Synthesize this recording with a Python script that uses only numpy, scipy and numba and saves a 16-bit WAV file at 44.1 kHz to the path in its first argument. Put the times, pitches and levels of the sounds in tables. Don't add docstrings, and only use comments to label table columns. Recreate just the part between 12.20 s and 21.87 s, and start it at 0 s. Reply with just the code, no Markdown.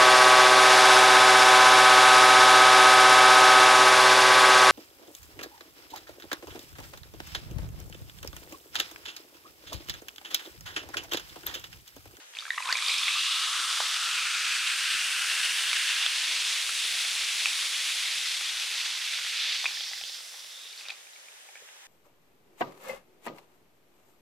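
import sys
import numpy as np
from scipy import signal
from scipy.io import wavfile
from scipy.ndimage import uniform_filter1d
from numba import njit

SR = 44100
rng = np.random.default_rng(int(sys.argv[2]) if len(sys.argv) > 2 else 0)


def master(y):
    cut = np.clip(np.atleast_2d(y).T, -1, 1)
    pcm = np.round(cut * 32767)
    wavfile.write(sys.argv[1], SR, pcm.astype(np.int16))


def natural_amplitude(level_db):
    exponent = np.asarray(level_db, float) / 20
    return 10 ** exponent


N = 426447

# pitch_hz, density_db
ROOM_SPECTRUM = [(18, -68), (30, -28), (110, -15.5), (213, -18), (532, 1), (1140, -16), (1260, -8),
                 (1720, 2), (1970, -1.5), (3500, -1), (4200, -13), (6000, -5), (9190, -12), (12000, -11),
                 (14000, -15), (16000, -20)]
# pitch_hz, side_over_mid_db
ROOM_WIDTH = [(60, -9), (200, 2), (380, -17), (800, 11), (2000, 3), (4400, 7), (8000, 10), (15000, -2)]
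# time_s, hiss_db, fine_bubbles_db
FOAM_LEVELS = [(0, -57.5, -87), (.12, -66, -69), (.16, -51, -62), (.4, -45.5, -50), (.53, -37, -42.5),
               (.72, -32.5, -37.5), (1.0, -30, -37.5), (1.5, -30.5, -40.5), (2.1, -30.5, -39.5),
               (2.8, -30.5, -40.5), (3.4, -30.5, -40), (3.55, -29.5, -39), (3.8, -29.5, -39),
               (4.4, -30.5, -38.5), (5.55, -30.5, -40), (6.1, -31.5, -41.5), (6.3, -32.5, -42),
               (6.6, -32.5, -43.5), (7.05, -32.5, -44), (7.33, -28.5, -47), (7.45, -33, -47),
               (7.55, -34, -48.5), (7.75, -37, -49.5), (7.95, -40, -51.5), (8.1, -46.5, -53),
               (8.45, -47, -56), (8.55, -49, -56), (8.6, -47, -54), (8.7, -49, -62), (8.85, -58.5, -60.5),
               (9.67, -66.5, -67.5)]
# pitch_hz, density_db
FOAM_SPECTRUM = [(25, -33), (60, -44), (150, -44.5), (240, -43.5), (330, -34), (430, -26), (600, -23),
                 (1000, -13.5), (1500, -6.5), (2000, -5.5), (2600, 0), (3500, -1), (5000, -2), (6800, -7),
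                 (8200, -7.5), (9400, -9.5), (10300, -11.5), (11000, -15.5), (11800, -16), (12600, -22),
                 (13600, -20.5), (14800, -25.5), (16000, -31.5)]
# pitch_hz, side_over_mid_db
FOAM_WIDTH = [(60, -3), (110, -2.5), (200, -19), (380, -11.5), (700, -10.5), (1290, -14), (2380, -21),
              (4400, -11.5), (8120, -13), (15000, -7)]
# time_s, coarse_lift_db, middle_lift_db, left_over_right_db
BUBBLE_MIX = [(0, 7, 9, 3), (.3, -4, -2, -1.5), (.9, -3, 3.5, 0), (1.6, 1.5, -1, 0.43),
              (2.4, -3, 2.5, -0.1), (3.1, 5, 4, 0.5), (3.6, 2, 3.5, -0.2), (4.2, 5.5, -1, 0),
              (4.8, 3, -1.5, 0), (5.5, 3.5, -2.5, -0.1), (6.0, 1, -2.5, -0.2), (6.3, 3.5, -4, 1),
              (6.7, 0.5, -4.5, -1), (7.1, -4, -3, -1.5), (7.4, 2.5, -7, -1.16), (7.8, -3, -14.5, -2.5),
              (8.2, 3, -4, -1.5), (8.6, -0.5, -2, -1), (9.0, 3.5, -4.5, -0.5), (9.67, 11, 4, 1)]
# time_s, mist_lift_db, top_lift_db, high_mode_hz, high_mode_db
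TREBLE_DRIFT = [(0, 0, 0, 7000, 3), (.4, 2, -7, 7000, 1.5), (.8, 2, 1, 8600, 1), (1.5, 0.5, -2, 9200, 3),
                (2.0, -2.5, 0, 7800, -2.5), (2.4, 1, 1, 8140, 3), (3.0, 2, 2, 9070, 4),
                (3.6, -1, 4.5, 9900, 4), (4.3, -1, 1, 10000, 2), (5.5, 0.5, 2, 10000, 3.5),
                (6.2, 2.5, -1, 10000, 0.5), (7.2, 2.5, 1, 10500, -0.5), (7.8, 1, 7, 11600, 2),
                (8.3, 5, 4.5, 11500, -1), (8.9, -3, -2, 7400, -3), (9.67, 0, -2, 7400, 1)]
# time_s, column_db, cross_hz, cross_db, rim_db
AIR_MODES = [(0, -2, 2300, -4, -3), (.36, 17, 2240, 17, 5), (.45, 24, 2230, 11.5, 6),
             (.7, 20.5, 2440, 13.5, 13.5), (.85, 19, 2440, 12, 10), (.9, 19.5, 2557, 16.5, 10),
             (1.0, 11.5, 2750, 8.5, 11), (1.3, 16.5, 3010, 5, 5.5), (1.7, 13, 3170, 2.5, 3),
             (2.0, 12.5, 2370, 7.5, 2.5), (3.4, 5, 2790, 4.5, 2), (3.65, 6, 2676, 4.5, 4.5),
             (4.0, 3.5, 2460, 4.5, 5.5), (7.4, 5, 2260, 5, 5.5), (7.5, 5, 2510, 4, 6),
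             (7.53, 6, 5060, 4, 7), (7.75, 13, 4900, 6.5, 9), (7.95, 9, 4900, 7.5, 8),
             (8.1, 10, 5300, 6, 6), (8.2, 6, 5300, 7, 8), (8.35, 6, 5200, 6, 11), (8.5, 3, 5200, 4, 12),
             (8.6, 5.5, 5020, 2.5, 6), (9.67, 16.5, 5000, 4, -1)]
# time_s, level_db
SPATTER_LEVELS = [(0, -78.5), (.12, -78), (.15, -52), (.2, -53), (.24, -50), (.3, -53), (.37, -49),
                  (.44, -42.5), (.52, -32), (.75, -53), (1.2, -49), (3.5, -56), (7.0, -45), (7.5, -47.5),
                  (7.7, -53), (7.95, -56), (8.05, -62), (8.2, -75.5), (8.5, -62), (8.55, -68), (8.66, -58),
                  (8.7, -50), (8.75, -59.5), (8.85, -67), (9.67, -69.5)]
# start_s, level_db, centre_hz
ONSET_CLICKS = [(0.1369, -38, 3000), (.169, -34, 4500), (.187, -27, 5000), (0.2537, -30, 2600),
                (.267, -36.5, 2500), (.2815, -41, 2000), (.4045, -34, 2000), (.424, -37, 2200),
                (.151, -39, 2600), (.2235, -40, 4000), (.3045, -42, 4500), (0.379, -31.5, 2500),
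                (.554, -26, 2400), (.6635, -26, 4000), (.695, -36.5, 2500), (0.526, -11.5, 4600),
                (.583, -27.5, 5000), (.624, -20.5, 4200), (.683, -16, 4520), (.705, -20, 6000),
                (0.7426, -26, 3020), (.783, -25, 5500), (0.879, -27, 1860), (3.5313, -25, 1600),
                (7.456, -20.5, 2000), (7.443, -26.5, 1300), (7.462, -25, 2800), (7.607, -32, 2400),
                (7.612, -32, 4000), (7.734, -33, 2600), (7.8125, -28, 2600), (7.838, -25, 3500),
                (7.991, -34, 3500), (8.006, -30, 4000), (8.135, -38, 4970), (8.24, -34.5, 4000),
                (8.246, -33, 3500), (8.686, -26, 4300), (8.7028, -29, 4000), (8.908, -40, 7500),
                (9.078, -46.5, 10000), (8.7075, -30.5, 4500), (9.3561, -38, 1700), (9.375, -44, 3200),
                (9.489, -40, 1900)]
# start_s, first_bubble_db, first_bubble_hz, second_bubble_db, second_bubble_hz
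SPLASHES = [(.137, -45, 1745, -47, 3170), (0.151, -35, 2700, -36.5, 3130), (.157, -45, 2610, -38, 4360),
            (.169, -26.5, 2443, -38.5, 2940), (0.188, -32.5, 3120, -23.5, 3330),
            (.196, -29, 3600, -36, 4300), (.207, -40, 2660, -29, 4400), (.215, -38, 2500, -37.5, 3400),
            (0.2233, -33.5, 1260, -44, 3230), (.253, -29.5, 1544, -37, 3190),
            (.265, -31, 1635, -46.5, 3450), (.279, -33, 1250, -48, 3180), (0.3048, -13, 1850, -24, 3560),
            (.319, -29, 1870, -40.5, 3500), (.333, -28, 1800, -42.5, 5500), (.343, -33, 1900, -36, 3300),
            (.355, -42.5, 2100, -42, 3700), (.378, -21, 1170, -33, 3700), (0.381, -18, 1910, -29, 2600),
            (0.404, -26, 1008, -46.5, 3530), (0.423, -23, 2450, -38.5, 4580), (.435, -36, 3300, -36, 4500),
            (0.458, -31.5, 1005, -29, 3600), (0.489, -19, 2400, -36, 3730), (0.5259, -16, 1900, -11, 4350),
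            (0.5264, -23.5, 6330, -31, 3000), (.554, -17.5, 2320, -35, 3640), (.572, -28, 3800, -24, 3610),
            (.579, -28, 3500, -26, 4900), (.587, -25, 2112, -34, 3600), (.6235, -25.5, 1190, -23, 3740),
            (.6635, -17, 3480, -28, 4000), (0.6832, -20, 3910, -16, 4400), (.695, -15.5, 2280, -33, 3630),
            (.704, -25.5, 2430, -30, 6500), (0.718, -20, 3680, -24, 3650), (0.7408, -20, 2370, -22, 3260),
            (.7825, -28, 7500, -16, 5000), (.832, -19, 3330, -36, 4000), (.845, -22, 3430, -36, 4000),
            (0.8812, -14.5, 2140, -19, 3270), (.889, -20, 2600, -34, 3300), (.912, -26.5, 2650, -34, 3500)]
# start_s, level_db, pitch_hz
CAVITIES = [(0.386, -32, 1000), (0.407, -37, 1000), (.455, -31, 955), (.47, -32, 955), (.488, -25, 932),
            (0.501, -30, 950), (0.479, -28, 1150), (0.494, -25, 1306), (0.503, -26, 1466),
            (0.514, -39, 992), (.955, -28, 1100), (0.97, -28, 1120), (1.391, -54, 338), (1.88, -46, 537),
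            (2.74, -47, 304), (3.45, -56, 350), (4.079, -53.5, 312), (4.15, -65, 160.5), (4.2, -56, 268),
            (4.3, -58, 380), (4.64, -48, 433), (4.672, -54, 436), (5.369, -60.5, 310), (6.21, -55.5, 332),
            (7.82, -58.5, 143), (9.42, -50, 494)]
# start_s, level_db, pitch_hz
ICE_THUDS = [(1.6033, -11, 947), (7.4415, -40, 724)]
# start_s, bright_db, bright_hz, dull_db
ICE_KNOCKS = [(1.6053, -23, 3000, -33), (3.5306, -18, 2320, -36), (3.699, -43, 2780, -37),
              (3.863, -16, 3340, -35), (4.4923, -34, 3530, -30), (4.6914, -29, 3310, -45),
              (4.8495, -26, 2230, -36.5), (5.257, -12.5, 2530, -28), (5.8571, -25, 2170, -55),
              (6.2097, -28, 3310, -36), (7.442, -23, 3600, -39), (7.457, -16, 2540, -52.5),
              (7.4624, -17, 2460, -41), (7.5713, -34, 1800, -55.5), (7.607, -23.5, 3270, -47.5),
              (7.7137, -41, 3460, -47), (7.7332, -29, 2020, -46), (7.8124, -31, 3623, -47),
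              (7.837, -31, 3100, -61), (7.896, -32, 3600, -52), (8.1404, -47, 3250, -48),
              (8.456, -35, 3600, -68), (8.528, -34, 4400, -68), (8.533, -40.5, 2300, -67),
              (8.577, -33, 4400, -67.5), (8.59, -40, 3000, -70), (8.6093, -37, 2540, -57.5),
              (8.6533, -36, 2600, -58.5), (8.662, -34, 2500, -58), (8.6848, -26, 3830, -57),
              (8.6948, -32.5, 2460, -50), (8.7025, -31, 3800, -54), (8.7044, -25.5, 2500, -59),
              (8.7075, -37.5, 3600, -53.5), (8.719, -46, 2300, -47.5), (8.806, -45, 3500, -65),
              (8.8691, -45, 2425, -60.5), (8.934, -41, 3970, -63.5), (8.961, -42.5, 2270, -63.5),
              (9.0843, -40.5, 2380, -70.5), (9.12, -48, 2800, -66), (9.288, -47, 2290, -49),
              (9.3551, -36, 2322, -61), (9.363, -48, 1800, -61), (9.372, -44, 2490, -62),
              (9.4886, -46.5, 2620, -62)]
# pitch_hz, level_db, t60_s
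MUG_MODES = [(830, -20, 0.1), (1800, -4.5, 0.04), (2450, -4, 0.038), (4470, -20, .008)]

ROOM_DB = -58.5
ECHO_T60_S, ECHO_DB = 0.26, -10
HITS_LOW_CUT_HZ, TOP_HZ = 485, 15900

POUR_END_S, AIR_START_M, AIR_END_M, FILL_POWER = 4.3, 0.092, 0.045, 0.68
AWAY_START_S, AWAY_END_S = 6.8, 7.3

COLUMN_WIDTH_HZ, CROSS_WIDTH_HZ, RIM_WIDTH_HZ = (70, 600), (110, 850), (770, 700)
DAMPING_POWER = 1.02
RIM_HZ, HIGH_MODE_WIDTH_HZ = 3450, 1600
RIM_CLEAR_HZ, RIM_CLEAR_WIDTH_HZ = 3600, 326
RIM_CLEARS_START_S, RIM_CLEARS_END_S = 8.1, 8.41

HISS_REFERENCE_DB, FINE_REFERENCE_DB = -28, -38
COARSE_DB, COARSE_SHARE_OF_HISS_SWING = -32, 0.43
MIST_DB, MIST_SHARE_OF_FINE_SWING, MIST_AWAY_LIFT_DB = -31.5, 0.8, 1
COARSE_SWELL_DB, TREBLE_SWELL_DB = 1.3, 0.6
CRACKLES_PER_S, CRACKLE_DB = 300.0, -16.5
BUBBLE_CENTRES_HZ = [800, 1700, 4500, 8500, 11800, 14500]

SPATTER_TILT, SPATTER_SPREAD_DB = 0.4, 3.6

CLICK_CYCLES, CLICK_SPRAY_DB = 10, -10
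CLICK_EDGE_DB, CLICK_EDGE_CYCLES = 4, 4

FIRST_ATTACK_S, FIRST_RISE_PER_CYCLE = 0.0014, 0.003
SECOND_ATTACK_S, SECOND_RISE_PER_CYCLE = 0.00057, 0.00494
SPLASH_CRACK_DB = -8

GULP_T60_S, GULP_ATTACK_S, GULP_RISE_PER_S = 0.07, 0.001, 7.6
LARGER_IS_SLOWER_POWER = 0.47
GULP_BREAKS_BELOW_HZ, GULP_STEADY_SHARE = 600, 0.4

THUD_CYCLES = 5.6

KNOCK_CYCLES, OVERTONE_RATIO, OVERTONE_DB = 38.5, 1.29, -12
DULL_HZ, DULL_T60_S = 1420, 0.0093
MUG_RING_FROM_S = 7.55
MUG_RING_HZ, MUG_RING_T60_S, MUG_RING_DB = 803, 0.05, -10.5
SNAP_DB, LATE_SNAP_DB = 6, 7.5
MODE_SCATTER_DB = 3.0


def rms_one(x):
    return x / np.sqrt(np.mean(x ** 2) + 1e-20)


def in_time(rows):
    time_s, *columns = np.transpose(rows)
    return [np.interp(np.arange(N) / SR, time_s, column) for column in columns]


def at_hz(points, hz):
    points = np.array(points, float)
    return np.interp(np.log(hz), np.log(np.maximum(points[:, 0], 1)), points[:, 1])


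def ramp(start_s, end_s):
    return np.clip((np.arange(N) / SR - start_s) / (end_s - start_s), 0, 1)


def drift(rate_hz):
    r = np.exp(-80 * np.pi * rate_hz / SR)
    noise = rng.standard_normal(N // 40 + 2002)
    slow = signal.lfilter([1], [1, -2 * r, r * r], noise)[2000:]
    return np.interp(np.arange(N) / 40, np.arange(len(slow)), rms_one(slow))


def bursts(per_s, spread_db):
    sizes = natural_amplitude(spread_db * np.minimum(rng.exponential(1, N), 5)) * rng.choice([-1, 1], N)
    return rms_one(sizes * (rng.random(N) < per_s / SR) + 1e-18)


def coloured(pairs, spectrum, width, moving_db):
    edges_hz = np.r_[np.geomspace(30, 190, 4), np.geomspace(250, 6200, 15), np.arange(7100, 17000, 900)]
    out = 0
    for k, (low_hz, high_hz) in enumerate(zip(edges_hz, edges_hz[1:])):
        sos = signal.butter(2, [low_hz, high_hz], "band", fs=SR, output="sos")
        mid, side = signal.sosfilt(sos, pairs[k % len(pairs)])
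        hz = np.sqrt(low_hz * high_hz)
        gain = natural_amplitude(at_hz(spectrum, hz) + moving_db(hz))
        out = out + gain * np.array([mid, natural_amplitude(at_hz(width, hz)) * side])
    return out


@njit
def resonate(x, radians, r):
    y = np.zeros(len(x))
    for i in range(2, len(x)):
        drive = (1 - r[i] ** 2) / 2 * (x[i] - x[i - 2])
        y[i] = drive + 2 * r[i] * np.cos(radians[i]) * y[i - 1] - r[i] ** 2 * y[i - 2]
    return y


def ring(hz, t60_s, rise_per_s=0.0, attack_s=0.00025):
    t = np.arange(int(0.15 * SR)) / SR
    sine = np.sin(2 * np.pi * hz * t * (1 + rise_per_s * t))
    return sine * natural_amplitude(-60 * t / max(t60_s, 0.0004)) * (1 - np.exp(-t / attack_s))


def crack(t60_s, top_hz):
    snap = rng.standard_normal(600) * natural_amplitude(-60 * np.arange(600) / SR / t60_s)
    return signal.lfilter(*signal.butter(2, top_hz, fs=SR), snap)


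def add(track, start_s, sound):
    i = round(start_s * SR)
    track[i:i + len(sound)] += sound[:N - i]


def through_air(x):
    column_db, cross_hz, cross_db, rim_db = in_time(AIR_MODES)
    high_hz, high_db = in_time(TREBLE_DRIFT)[2:]
    full = ramp(0, POUR_END_S)
    column_m = AIR_START_M + (AIR_END_M - AIR_START_M) * full ** FILL_POWER
    column_hz = 343 / 4 / column_m
    damping = full ** DAMPING_POWER
    column_width_hz, cross_width_hz, rim_width_hz = [
        bare + (foamy - bare) * damping for bare, foamy in (COLUMN_WIDTH_HZ, CROSS_WIDTH_HZ, RIM_WIDTH_HZ)]
    clear = ramp(RIM_CLEARS_START_S, RIM_CLEARS_END_S)
    rim_hz = RIM_HZ + (RIM_CLEAR_HZ - RIM_HZ) * clear
    rim_width_hz = rim_width_hz + (RIM_CLEAR_WIDTH_HZ - rim_width_hz) * clear
    modes = [(column_hz, column_db, column_width_hz),
             (cross_hz, cross_db, cross_width_hz),
             (rim_hz, rim_db, rim_width_hz),
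             (high_hz, high_db, np.full(N, float(HIGH_MODE_WIDTH_HZ)))]
    out = x.copy()
    for hz, db, width_hz in modes:
        out += (natural_amplitude(db) - 1) * resonate(x, 2 * np.pi * hz / SR, np.exp(-np.pi * width_hz / SR))
    return out


def room_tone():
    noise = rng.standard_normal((2, 2, N))
    mid, side = coloured(noise, ROOM_SPECTRUM, ROOM_WIDTH, lambda hz: 0)
    return natural_amplitude(ROOM_DB) * np.array([mid + side, mid - side]) / np.std(mid)


def foam():
    hiss_db, fine_db = in_time(FOAM_LEVELS)
    coarse_lift_db, middle_lift_db, pan_db = in_time(BUBBLE_MIX)
    mist_lift_db, top_lift_db = in_time(TREBLE_DRIFT)[:2]
    away = ramp(AWAY_START_S, AWAY_END_S)
    coarse_db = COARSE_DB + COARSE_SHARE_OF_HISS_SWING * (hiss_db - HISS_REFERENCE_DB) + coarse_lift_db
    mist_db = MIST_DB + MIST_SHARE_OF_FINE_SWING * (fine_db - FINE_REFERENCE_DB) + MIST_AWAY_LIFT_DB * away
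    sizes_db = np.array([coarse_db, hiss_db + middle_lift_db, hiss_db, fine_db + 10.0,
                         mist_db + mist_lift_db, mist_db + top_lift_db])

    crackle = natural_amplitude(CRACKLE_DB) * bursts(CRACKLES_PER_S, spread_db=1.5)
    side_crackle = crackle * drift(30.0)
    pairs = [[bursts(14000.0, spread_db=2.5) + crackle, rng.standard_normal(N) + side_crackle]
             for _ in range(2)]
    surge_db = 0.5 * drift(12.5) + 0.5 * drift(42.0) + 0.5 * drift(120.0)
    treble_swell = drift(3.6)

    def moving_db(hz):
        shares = [np.interp(np.log(hz), np.log(BUBBLE_CENTRES_HZ), row) for row in np.eye(len(sizes_db))]
        treble_share = sum(shares[3:])
        band_swell_db = (0.45 + COARSE_SWELL_DB * shares[0]) * drift(5.3)
        level_db = np.dot(shares, sizes_db) + (1 - 0.78 * treble_share) * surge_db
        return level_db + band_swell_db + TREBLE_SWELL_DB * treble_share * treble_swell

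    mid, side = natural_amplitude(9.5) * coloured(pairs, FOAM_SPECTRUM, FOAM_WIDTH, moving_db)
    lifted = through_air(mid)
    dry_power, lifted_power = [uniform_filter1d(v ** 2, size=SR // 4) + 1e-18 for v in (mid, lifted)]
    mid = lifted * np.sqrt(dry_power / lifted_power)
    return np.array([natural_amplitude(pan_db / 2) * (mid + side), natural_amplitude(-pan_db / 2) * (mid - side)])


def spatter():
    clicks = bursts(900.0, spread_db=SPATTER_SPREAD_DB)
    dealt = rng.integers(0, 14, N)
    rings = np.zeros(N)
    for k, hz in enumerate(np.geomspace(1500.0, 6500.0, 14)):
        hits = signal.fftconvolve(clicks * (dealt == k), ring(hz, 11.3 / hz))[:N]
        rings += hits * (hz / 2000) ** SPATTER_TILT
    return natural_amplitude(in_time(SPATTER_LEVELS)[0]) * rms_one(rings)


def onset_clicks():
    out = np.zeros(N)
    for start_s, db, hz in ONSET_CLICKS:
        body = ring(hz, CLICK_CYCLES / hz)
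        edge = ring(hz, CLICK_EDGE_CYCLES / hz, attack_s=0.00002)
        add(out, start_s, natural_amplitude(db) * (body + natural_amplitude(CLICK_EDGE_DB) * edge))
        add(out, start_s, natural_amplitude(db + CLICK_SPRAY_DB) * crack(0.0033, 8000.0))
    return out


def plops():
    bubbles, cracks = np.zeros(N), np.zeros(N)
    for start_s, first_db, first_hz, second_db, second_hz in SPLASHES:
        first_t60_s = 0.013 * (2000 / first_hz) ** 0.23
        first = ring(first_hz, first_t60_s, FIRST_RISE_PER_CYCLE * first_hz, FIRST_ATTACK_S)
        second = ring(second_hz, 23.5 / second_hz, SECOND_RISE_PER_CYCLE * second_hz, SECOND_ATTACK_S)
        add(bubbles, start_s, natural_amplitude(first_db + 7.0) * first)
        add(bubbles, start_s, natural_amplitude(second_db + 10.5) * second)
        crack_db = SPLASH_CRACK_DB + max(first_db, second_db - 3.0)
        add(cracks, start_s, natural_amplitude(crack_db) * crack(0.0025, 7000.0))
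    return bubbles + natural_amplitude(-10.0) * through_air(cracks)


def glugs():
    out = np.zeros(N)
    for start_s, db, hz in CAVITIES:
        slow = (1000 / hz) ** LARGER_IS_SLOWER_POWER
        gulp = ring(hz, GULP_T60_S * slow, GULP_RISE_PER_S / slow ** 2, GULP_ATTACK_S * slow)
        if hz <= GULP_BREAKS_BELOW_HZ:
            wobble = rms_one(uniform_filter1d(rng.standard_normal(len(gulp)), size=int(SR / hz)))
            gulp = gulp * (GULP_STEADY_SHARE + (1 - GULP_STEADY_SHARE) * wobble)
        add(out, start_s, natural_amplitude(db) * gulp)
    return out


def thuds():
    out = np.zeros(N)
    for start_s, db, hz in ICE_THUDS:
        add(out, start_s, natural_amplitude(db) * ring(hz, THUD_CYCLES / hz))
    return out


def knocks():
    out = np.zeros(N)
    for start_s, db, hz, dull_db in ICE_KNOCKS:
        t60_s = KNOCK_CYCLES / hz
        bright = ring(hz, t60_s) + natural_amplitude(OVERTONE_DB) * ring(hz * OVERTONE_RATIO, t60_s)
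        if start_s < MUG_RING_FROM_S:
            dull, snap_db = ring(DULL_HZ, DULL_T60_S), SNAP_DB
        else:
            dull, snap_db = natural_amplitude(MUG_RING_DB) * ring(MUG_RING_HZ, MUG_RING_T60_S), LATE_SNAP_DB
        add(out, start_s, natural_amplitude(db + 3.5) * bright)
        add(out, start_s, natural_amplitude(dull_db + 10.0) * dull)
        add(out, start_s, natural_amplitude((db + dull_db) / 2 + snap_db) * crack(0.004, 5600.0))
        for mode_hz, mode_db, mode_t60_s in MUG_MODES:
            level_db = min(db, dull_db + 5.5) + mode_db + rng.normal(0, MODE_SCATTER_DB)
            add(out, start_s, natural_amplitude(level_db) * ring(mode_hz, mode_t60_s))
    return out


def echoes(x):
    t = np.arange(int(0.3 * SR)) / SR
    tail = rng.standard_normal((2, len(t))) * natural_amplitude(-60 * t / ECHO_T60_S) * (t > 0.004)
    tail /= np.sqrt(np.sum(tail ** 2, axis=1, keepdims=True))
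    return natural_amplitude(ECHO_DB) * signal.fftconvolve(x[None], tail, axes=1)[:, :N]


def scene():
    hits = spatter() + onset_clicks() + plops() + thuds() + knocks()
    low_cut = signal.butter(4, HITS_LOW_CUT_HZ, "high", fs=SR, output="sos")
    hits = signal.sosfilt(low_cut, hits) + glugs()
    return room_tone() + foam() + hits + echoes(hits)


def roll_off(x):
    return signal.sosfilt(signal.butter(12, 15850, fs=SR, output="sos"), x)


def record(dry):
    low_pass = signal.ellip(12, 0.5, 70, TOP_HZ, fs=SR, output="sos")
    mix = signal.sosfilt(low_pass, dry)
    return roll_off(mix)


dry = scene()
out = record(dry)
master(out)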